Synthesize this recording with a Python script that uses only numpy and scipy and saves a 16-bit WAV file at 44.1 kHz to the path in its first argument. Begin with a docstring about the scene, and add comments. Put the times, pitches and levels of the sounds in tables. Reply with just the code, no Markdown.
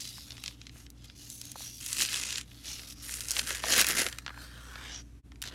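"""A small, quiet room: hands rub a paper envelope, peel and rip its flap open and slide the card inside.
Rubbing, sliding and tearing are dense runs of tiny slips and breaks, coloured and led by each gesture.
Creases and fibre bundles snap; each snap runs through the sheet as a bending wave, treble first.
The jerking sheet pushes soft puffs of air; a machine hums faintly over low room noise."""
import sys
import numpy as np
from scipy import signal
from scipy.fft import rfft, irfft, next_fast_len
from scipy.io import wavfile
from scipy.ndimage import uniform_filter1d

SR = 44100
rng = np.random.default_rng(int(sys.argv[2]) if len(sys.argv) > 2 else 0)


def unload_audio(sound):
    """Save the sound as a 16-bit wav file, at the path given as the first command line argument."""
    columns = np.transpose(np.atleast_2d(sound))
    # keep every value between -1 and 1, then stretch to whole-number steps
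    steps = np.round(np.clip(columns, -1, 1) * 32767)
    wavfile.write(sys.argv[1], SR, steps.astype(np.int16))


N = 244691
TIME = np.arange(N) / SR
BINS = np.fft.rfftfreq(N, 1 / SR)

# finger strokes on the envelope: (start [s], length [s], peak pressure [dB], flexing [dB re pressure],
# crispness [dB re pressure], ring of the gripped patch [Hz])
RUBS = [(-0.1, 0.22, -43.5, -19, -7, 4950), (0.063, 0.25, -50.5, -16.5, -5, 5000),
        (0.259, 0.16, -58, -4, -4.5, 3630), (0.375, 0.19, -53, -12.5, -8.5, 3540),
        (0.543, 0.19, -63, -12, -10, 3200), (0.708, 0.17, -61.5, -4.5, -0.5, 6530),
        (0.945, 0.25, -61.5, -11, -14, 3340), (1.039, 0.023, -55.5, -22, -3, 4900),
        (1.147, 0.19, -53.5, -15, -3.5, 6300), (1.288, 0.13, -54, -22, 4, 6200),
        (1.386, 0.18, -52.5, -13.5, -4, 6250), (1.549, 0.17, -45.5, -16, -3.5, 5900),
        (1.677, 0.19, -51, -31, -2, 5770), (2.436, 0.35, -58.5, -9, -5, 3830),
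        (2.631, 0.17, -43, -14, -9.5, 5800), (2.768, .12, -51, -7, -4, 5510),
        (2.867, 0.079, -48.5, -12.5, -2.5, 5630), (2.934, 0.26, -53.5, -7.5, -8, 5640),
        (5.432, 0.072, -46.5, -7, -12, 3950), (5.467, 0.22, -55.5, 3, -13, 3500)]
# flap peeling up in two pulls, one table a pull: (time [s], relative force [dB])
PEEL = [
    [(1.8, -46), (1.822, -45.5), (1.934, -37), (1.944, -40), (2.016, -26.5), (2.082, -38.5), (2.154, -33.5),
     (2.208, -36.5), (2.388, -39.5), (2.45, -61.5)],
    [(3.02, -49.5), (3.134, -41), (3.262, -46), (3.312, -37), (3.336, -40.5), (3.396, -30.5),
     (3.402, -39.5), (3.452, -44), (3.486, -34.5), (3.62, -45.5)],
]
# hard pull that rips the flap off: (time [s], relative force [dB])
RIP = [(3.618, -44.5), (3.665, -37.5), (3.715, -28), (3.757, -31), (3.781, -25), (3.82, -26.5),
       (3.835, -40), (3.862, -39.5), (3.912, -31), (3.94, -41), (3.985, -30.5), (4.018, -32.5), (4.05, -43),
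       (4.12, -56.5)]


def amp(db):
    """Decibels to gain."""
    return 10 ** (np.asarray(db) / 20)


def unit(x):
    """Scales to rms 1."""
    return x / np.sqrt(np.mean(x ** 2) + 1e-20)


def colour(points, hz):
    """Gain of a (frequency [Hz], level [dB]) table at given frequencies, interpolated over log frequency."""
    table_hz, table_db = np.transpose(points)
    return amp(np.interp(np.log(hz + 1), np.log(table_hz + 1), table_db))


def add(mix, start_s, sound):
    """Mixes a sound in at a time."""
    part = mix[max(round(start_s * SR), 0):][:len(sound)]
    part += sound[:len(part)]


def during(start_s, end_s):
    """Sample times of one gesture."""
    return TIME[(TIME >= start_s) & (TIME < end_s)]


def follow(rows):
    """Sample times of a curve, then each of its columns at those times."""
    row_s, *columns = np.transpose(rows)
    t = during(row_s[0], row_s[-1])
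    return t, *(np.interp(t, row_s, column) for column in columns)


def background():
    """Low room noise and a hum in which two close tones beat."""
    # steady room noise: (frequency [Hz], relative density [dB per Hz])
    floor = [(15, -39), (25, -14.5), (70, 0.5), (120, -1.5), (166, -6.5), (285, -5), (350, -14.5),
             (575, -24.5), (1100, -28.5), (2400, -30), (3500, -33.5), (6000, -36), (11600, -38),
             (16000, -56)]
    # motor and mains tones, the first before its swell: (frequency [Hz], level [dB rms])
    hum = [(58.4, -56), (115.3, -66.5), (119.8, -60.5), (289.2, -67.5)]
    # swell of the motor's lowest tone: (time [s], gain [dB])
    drone = [(0, -5.5), (0.9, 2.5), (1.4, -7), (2.2, 1), (2.8, 0), (3.4, 6), (4.2, 3), (4.9, 5.5),
             (5.55, 2)]
    floor_db = -56.5  # rms

    noise = irfft(rfft(rng.standard_normal(N)) * colour(floor, BINS), N)
    tones = [amp(db) * np.sqrt(2) * np.sin(2 * np.pi * (hz * TIME + rng.random())) for hz, db in hum]
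    swell = amp(np.interp(TIME, *np.transpose(drone)))
    return amp(floor_db) * unit(noise) + tones[0] * swell + sum(tones[1:])


def puffs(width_share=0.44):
    """Soft, low pushes of air from the jerking sheet: narrow noise in bell-shaped bursts."""
    # jerks of the whole sheet: (time [s], peak level [dB], pitch [Hz], half length to 1/e [s])
    jerks = [(2.01, -52, 272, 0.044), (3.427, -52.5, 243, 0.029), (3.511, -44, 513, 0.0053),
             (3.643, -34, 614, 0.0042), (4.006, -40.5, 224, 0.016), (4.064, -41.5, 454, 0.013)]
    out = np.zeros(N)
    for peak_s, db, hz, half_s in jerks:
        band = np.exp(-((BINS / hz - 1) / width_share) ** 2 / 2)
        air = irfft(rfft(rng.standard_normal(N)) * band, N)
        out += amp(db) * unit(air) * np.exp(-((TIME - peak_s) / half_s) ** 2)
    return out


def sheet(hz, travel_s, echo, ring_s):
    """Path through paper: bending waves slow down toward the bass, then return from folds and edges."""
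    lag = 4 * np.pi * np.sqrt(1e3 * hz)  # phase per second of travel at 1 kHz
    paths_s = rng.uniform(0.2894, 4, size=8) * ring_s
    returns = echo * rng.choice([-1, 1], size=8) * np.exp(-paths_s / ring_s / 2)
    echoes = returns @ np.exp(-1j * np.outer(paths_s, lag / 2 + 2 * np.pi * hz))
    return np.exp(-1j * lag * travel_s) * (1 + echoes)


def grains(per_s, spread_db, hiss, variety_db, travel_s, ring_s, count=24):
    """Tiny slips and breaks of very uneven size at many spots of the sheet, each spot with its own tone."""
    sizes = amp(spread_db * np.minimum(rng.exponential(1, N), 3.5)) * (rng.random(N) < per_s / SR)
    sizes *= rng.choice([-1, 1], N)
    spot = rng.integers(0, count, N)
    hz = np.fft.rfftfreq(1024, 1 / SR)
    out = np.zeros(N)
    for k in range(count):
        tone = np.transpose([np.geomspace(500, 16000, 9), variety_db * rng.standard_normal(size=9)])
        path = sheet(hz, travel_s * rng.uniform(0.51, 1.992), 0.84, ring_s)
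        click = irfft(colour(tone, hz) * path)
        out += signal.oaconvolve(sizes * (spot == k), unit(click))[:N]
    out = unit(out) + hiss * rng.standard_normal(N)
    # the hand feeds in energy steadily, so a big break is paid for by a lull around it (25 ms)
    return out / np.sqrt(uniform_filter1d(out ** 2, size=1100) + 1e-9)


def held(drive, grips, patchy_db, width_octaves=0.086):
    """The gripped patch lifts one band, and the finer modes of the sheet wander as it bends."""
    hz, t, spectrum = signal.stft(drive, SR, nperseg=512)
    grip_s, ring_hz, lift_db = np.transpose(grips)
    octaves_off = np.log2((hz[:, None] + 1) / ring_hz)
    lifts_db = lift_db / (1 + (octaves_off / width_octaves) ** 2)
    grip_db = np.array([np.interp(t, grip_s, band) for band in lifts_db])
    modes = uniform_filter1d(rng.standard_normal(spectrum.shape), size=3, axis=0)  # over frequency
    modes = unit(uniform_filter1d(modes, size=18, axis=1))  # over time
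    return signal.istft(spectrum * amp(grip_db + patchy_db * modes), SR, nperseg=512)[1][:N]


def play(drive, gain, t, force_db, flex_db, crisp_db):
    """Colours a drive and lets one gesture lead it: flexing feeds the low register, crispness the top."""
    size = next_fast_len(len(t))
    hz = np.fft.rfftfreq(size, 1 / SR)
    spectrum = rfft(drive[round(t[0] * SR):], size) * np.interp(hz, BINS, gain)
    low = 1 / (1 + (hz / 2500) ** 8)
    high = 1 / (1 + (7000 / (hz + 1)) ** 8)
    flex, mid, crisp = (unit(irfft(spectrum * share, size)[:len(t)])
                        for share in (low, 1 - low - high, high))
    contact = np.clip(np.minimum(t - t[0], t[-1] - t) / .005, 0, 1)  # 5 ms ramps
    out = np.zeros(N)
    add(out, t[0], contact * amp(force_db) * (amp(flex_db) * flex + mid + amp(crisp_db) * crisp))
    return out


def arch_db(share):
    """Pressure through one stroke, one skewed arch against the share of its length that has passed."""
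    skew, roundness = 0.91, 0.85
    return 20 * np.log10(abs(np.sin(np.pi * share ** skew)) ** roundness + 1e-6)


def rubbing():
    """Skin drags over the grain of the paper in very fine slips; each stroke swells and eases."""
    # spectrum of a stroke: (frequency [Hz], relative level [dB])
    rub_colour = [(300, -7), (600, -6.5), (1000, -10), (1500, -3), (2200, -6.5), (3300, -4), (6300, -2.5),
                  (8200, -5.5), (11300, -3), (13500, -10), (16000, -21)]
    lift_db = 7
    drive = grains(per_s=1500, spread_db=2.5, hiss=0.39, variety_db=6.0, travel_s=0.000714, ring_s=.0009)
    grips = [(start_s + length_s / 2, ring_hz, lift_db) for start_s, length_s, *_, ring_hz in RUBS]
    drive = held(drive, grips, patchy_db=2.3, width_octaves=0.1)
    gain = colour(rub_colour, BINS)
    out = np.zeros(N)
    for start_s, length_s, db, flex_db, crisp_db, _ in RUBS:
        t = during(start_s, start_s + length_s)
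        out += play(drive, gain, t, db + arch_db((t - start_s) / length_s), flex_db, crisp_db)
    return out


def pocket():
    """The air between the sheets adds a few broad resonances."""
    # resonances of the envelope's pocket: (frequency [Hz], width [Hz], level relative to the plain sheet [dB])
    resonances = [(1600, 450, -8), (3200, 550, -6), (5750, 700, -13)]
    return 1 + sum(amp(db) / (1 + 2j * (BINS - hz) / width_hz) for hz, width_hz, db in resonances)


def sliding():
    """Paper glides over the card with a smooth, hollow hiss."""
    # slide: (time [s], pressure [dB], flexing [dB re pressure], crispness [dB re pressure])
    slide = [(4.11, -54.5, 4.5, -2), (4.24, -68, 1.5, -2), (4.35, -64, 8.5, -3), (4.43, -53.5, 3, -1.5),
             (4.49, -59, 0, -6), (4.86, -48.5, -0.5, -12.5), (4.95, -44, -7, -28), (5.01, -54, -3.5, -16),
             (5.035, -75, -10, -8), (5.2, -84, -12, -3)]
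    # spectrum ahead of the pocket: (frequency [Hz], relative level [dB])
    slide_colour = [(260, -11), (500, -4), (950, -7), (1600, 3), (2300, -5.5), (3200, -4.5), (6300, -6),
                    (8200, -6.5), (12000, -9.5), (16000, -21)]
    # patch that rings as the card moves along: (time [s], ring [Hz], lift of that band [dB])
    grips = [(4.43, 4400, 9), (4.7, 1230, 6.5), (4.88, 3200, 5.5), (4.96, 5800, 10)]
    drive = grains(per_s=3400, spread_db=7.5, hiss=0.94, variety_db=1.0, travel_s=0.000685, ring_s=0.00087)
    drive = held(drive, grips, patchy_db=3, width_octaves=0.21)
    return play(drive, colour(slide_colour, BINS) * pocket(), *follow(slide))


def lurches(depth_db, rate_hz=90):
    """The uneven speed of the tear, as a gain."""
    shape = (BINS / rate_hz) * np.exp(-BINS / rate_hz)
    speed = irfft(rfft(rng.standard_normal(N)) * shape, N)
    return unit(amp(depth_db * np.clip(unit(speed), -2, 2)))


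def flap(pull, ring_hz, count=8):
    """The loose flap grows during a pull, so its ring sinks; rows (time [s], ring [Hz], lift [dB])."""
    sink_octaves_per_s, lift_db = 1.6, 1.5
    start_s, end_s = pull[0][0], pull[-1][0]
    return [(s, ring_hz * 2 ** (-sink_octaves_per_s * (s - start_s)), lift_db)
            for s in np.linspace(start_s, end_s, count, endpoint=False)]


def tear(drive, gain, pull, level_db, flex_db, flex_db_per_s, crisp_db, crisp_db_per_s):
    """One pull: force sets the level, and the sheet flexes more as more of it comes free."""
    t, force_db = follow(pull)
    age_s = t - t[0]
    return play(drive, gain, t, force_db + level_db,
                flex_db + flex_db_per_s * age_s, crisp_db + crisp_db_per_s * age_s)


def tearing():
    """Fibres break in a ragged run along the flap, which catches and lurches on."""
    # spectrum of the peel: (frequency [Hz], relative level [dB])
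    peel_colour = [(100, -28), (450, -8), (800, -13.5), (1100, -10.5), (1550, -0.5), (2600, -0.5),
                   (4500, -1.5), (6500, 2), (9500, 8), (13000, 4.5), (16000, -11)]
    # spectrum of the rip: (frequency [Hz], relative level [dB])
    rip_colour = [(80, -22), (170, -13), (450, -9.5), (750, -10.5), (1050, -14.5), (1750, -0.5),
                  (2700, -2.5), (5000, 0.5), (6500, -1), (8500, -7.5), (10500, -5.5), (13000, -11.5),
                  (16000, -27)]
    peel_ring_hz, rip_ring_hz = 6500, 3200  # at the start of a pull
    first, second = PEEL
    drive = grains(per_s=900, spread_db=0.5, hiss=.15, variety_db=5.0, travel_s=0.001125, ring_s=.001)
    grips = flap(first, peel_ring_hz) + flap(second, peel_ring_hz) + flap(RIP, rip_ring_hz)
    drive = held(drive, grips, patchy_db=1.7) * lurches(depth_db=1.5)
    peel, rip = colour(peel_colour, BINS), colour(rip_colour, BINS)
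    return (tear(drive, peel, first, level_db=-3.0, flex_db=-14.5, flex_db_per_s=12.5,
                 crisp_db=-1, crisp_db_per_s=-23)
            + tear(drive, peel, second, level_db=-3.5, flex_db=-10.5, flex_db_per_s=15.5,
                   crisp_db=2.5, crisp_db_per_s=-17)
            + tear(drive, rip, RIP, level_db=-1.9, flex_db=-2.5, flex_db_per_s=11.5,
                   crisp_db=-4, crisp_db_per_s=14))


def snaps(rows, level_db=-1.42, sharpness=1.27, travel_s=0.001378, echo=0.71, ring_s=0.00097, scatter_db=-11):
    """Each snap rings its patch of paper for a few cycles; large, low patches send their wave farther."""
    scatter_t60_s = .02
    hz, t = np.fft.rfftfreq(2048, 1 / SR), np.arange(2048) / SR
    out = np.zeros(N)
    for snap_s, db, ring_hz, top_hz in rows:
        u = 1j * hz / ring_hz
        patch = u * np.sqrt(u) / (1 + u / sharpness + u * u)
        edge = signal.freqs(*signal.butter(6, 1, analog=True), hz / top_hz)[1]
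        # the wave then scatters through the whole envelope
        scatter = rng.standard_normal(len(t)) * amp(-60 * t / scatter_t60_s) * (t > .0005)
        path = sheet(hz, travel_s * np.sqrt(1500 / ring_hz), echo, ring_s)
        path = path + amp(scatter_db) * rfft(scatter / np.linalg.norm(scatter))
        click = irfft(patch * edge * path)
        click *= np.sqrt(SR / 1e3 / np.sum(click ** 2))  # energy of rms 1 over 1 ms
        add(out, snap_s - .0004, amp(db + level_db) * click)
    return out


def crinkles(over_db=10, spread_db=6, flex_share=0.51, ring_share=0.717, top_hz=8000, count=5):
    """Every stroke sets off small creases at random, louder where the sheet flexes; rows as for snaps."""
    rows = []
    for start_s, length_s, db, flex_db, _, ring_hz in RUBS:
        for when, size, patch in rng.random((count, 3)):
            crease_s = start_s + when * length_s
            if crease_s > 0:
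                crease_db = db + arch_db(when) + flex_share * flex_db + over_db + spread_db * size
                rows.append((crease_s, crease_db, ring_share * ring_hz * (.5 + patch), top_hz))
    return rows


def bundles(pull, over_db, spread_db, ring_hz, count, octaves=.8, top_hz=11000):
    """Thicker fibre bundles snap at random along a pull, a few of them loudly; rows as for snaps."""
    pull_s, force_db = np.transpose(pull)
    when, size, patch = rng.random((count, 3)).T
    snap_s = pull_s[0] + (pull_s[-1] - pull_s[0]) * (np.arange(count) + when) / count
    snap_db = np.interp(snap_s, pull_s, force_db) + over_db + spread_db * size ** 2
    patch_hz = ring_hz * 2 ** (octaves * (2 * patch - 1))
    return [(s, db, hz, top_hz) for s, db, hz in zip(snap_s, snap_db, patch_hz)]


def crackling():
    """Single snaps of creases and fibre bundles at set times, and many more at random between them."""
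    # single snaps, loud and faint: (time [s], relative level [dB], ring of the patch of paper [Hz], top edge [Hz])
    distinct_snaps = [(0.0068, -30, 4550, 10900), (0.0529, -33.5, 3430, 6200), (0.0749, -33, 4530, 8200),
                      (0.0921, -36, 4530, 9000), (0.1809, -38.5, 1020, 13200), (0.3064, -31.5, 3600, 6200),
                      (0.3197, -33.5, 4200, 5600), (0.3688, -38.5, 2750, 6800), (0.3804, -40, 1650, 7400),
                      (0.4386, -27.5, 2700, 12100), (0.4606, -26, 3520, 7260), (0.4795, -25, 3300, 7900),
                      (0.6154, -36, 3170, 6840), (0.6684, -35, 2900, 6800), (0.6946, -39.5, 2750, 6200),
                      (0.757, -48, 700, 2000), (0.8652, -41.5, 2540, 6800), (0.9029, -40.5, 5220, 16000),
                      (1.0989, -38.5, 2350, 5100), (1.3012, -30.5, 6940, 10900), (1.4149, -29, 4600, 12000),
                      (1.4539, -35, 5200, 16000), (1.5174, -30.5, 7100, 12300), (1.5553, -33, 626, 1490),
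                      (1.6047, -39, 755, 16000), (1.8626, -25, 4530, 14500), (1.9299, -19, 7110, 10200),
                      (2.0213, -17.5, 2580, 12000), (2.0875, -25, 3150, 4600), (2.1237, -26.5, 4240, 5600),
                      (2.1301, -25, 1930, 12000), (2.1428, -19.5, 3000, 9900), (2.2355, -24.5, 2400, 11000),
                      (2.3063, -24.5, 3450, 9900), (2.3575, -24, 4280, 5600), (2.3741, -29, 2960, 9900),
                      (2.3262, -24, 3130, 10900), (2.3819, -22, 2660, 11000), (2.4121, -30, 2940, 10900),
                      (2.5152, -42.5, 2750, 3800), (2.7945, -34, 2340, 6800), (3.0937, -31, 1790, 6800),
                      (3.1405, -26, 6500, 8100), (3.2069, -26, 3500, 13200), (3.2851, -25, 7040, 9200),
                      (3.3079, -17.5, 6740, 10200), (3.316, -19, 7000, 10900), (3.3666, -19, 3100, 4540),
                      (3.3934, -16, 2660, 6000), (3.5059, -21, 1650, 9900), (3.5495, -25, 1966, 12000),
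                      (3.6379, -20.5, 880, 4500), (3.7356, -15, 2190, 9900), (3.7799, -15, 2040, 16000),
                      (3.8135, -11.5, 4530, 16000), (3.8449, -18, 2000, 13200),
                      (3.8682, -17.5, 5610, 15800), (3.8872, -18, 8000, 16000), (3.9021, -33, 1730, 16000),
                      (3.9828, -23, 2200, 10000), (4.0113, -26, 1560, 9200), (4.0652, -18, 1850, 10000),
                      (4.0865, -27.5, 2120, 13300), (4.1271, -29.5, 2560, 9900), (4.1855, -27, 1870, 11900),
                      (4.2633, -25.5, 1280, 6200), (4.2791, -27.5, 1190, 5130), (4.2926, -34, 1340, 4200),
                      (4.3033, -33.5, 1270, 2100), (4.3422, -41, 1560, 2000), (4.3749, -35, 1480, 2110),
                      (4.7566, -32, 1144, 5100), (5.3189, -43, 1046, 6740), (5.358, -48.5, 1800, 7500),
                      (5.4186, -28.5, 3430, 16000), (5.4244, -25.5, 2450, 13200),
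                      (5.4385, -29.5, 1650, 10900), (5.486, -35, 3960, 6700)]
    first, second = PEEL
    return snaps(distinct_snaps + crinkles()
                 + bundles(first, over_db=4, spread_db=5, ring_hz=3500, count=30)
                 + bundles(second, over_db=5, spread_db=5, ring_hz=6500, count=22)
                 + bundles(RIP, over_db=-2, spread_db=8, ring_hz=3300, count=24))


def room(x, wet_db=-17, t60_s=0.05):
    """A short, faint tail of sparse reflections from the furniture."""
    t = np.arange(SR // 2) / SR
    sparse = rng.standard_normal(len(t)) * (rng.random(len(t)) < .08)
    tail = sparse * amp(-60 * t / t60_s) * (t > .002)
    return x + amp(wet_db) * signal.oaconvolve(x, tail / np.linalg.norm(tail))[:N]


def scene():
    """All the paper sounds in the room, over its background."""
    paper = puffs() + rubbing() + sliding() + tearing() + crackling()
    return (room(paper) + background())[None]


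def record(dry):
    """The level dips deeply for a moment and returns; then a low-pass limits the band."""
    dip_s, half_dip_s, edge_hz = 5.222, .045, 16200
    fade = np.sin(np.pi / 2 * np.clip(abs(TIME - dip_s) / half_dip_s, .12, 1)) ** 2
    lowpass = signal.firwin(255, edge_hz, window=("kaiser", 9), fs=SR)
    return signal.oaconvolve(dry * fade, lowpass[None], "same")


dry = scene()
out = record(dry)
unload_audio(out)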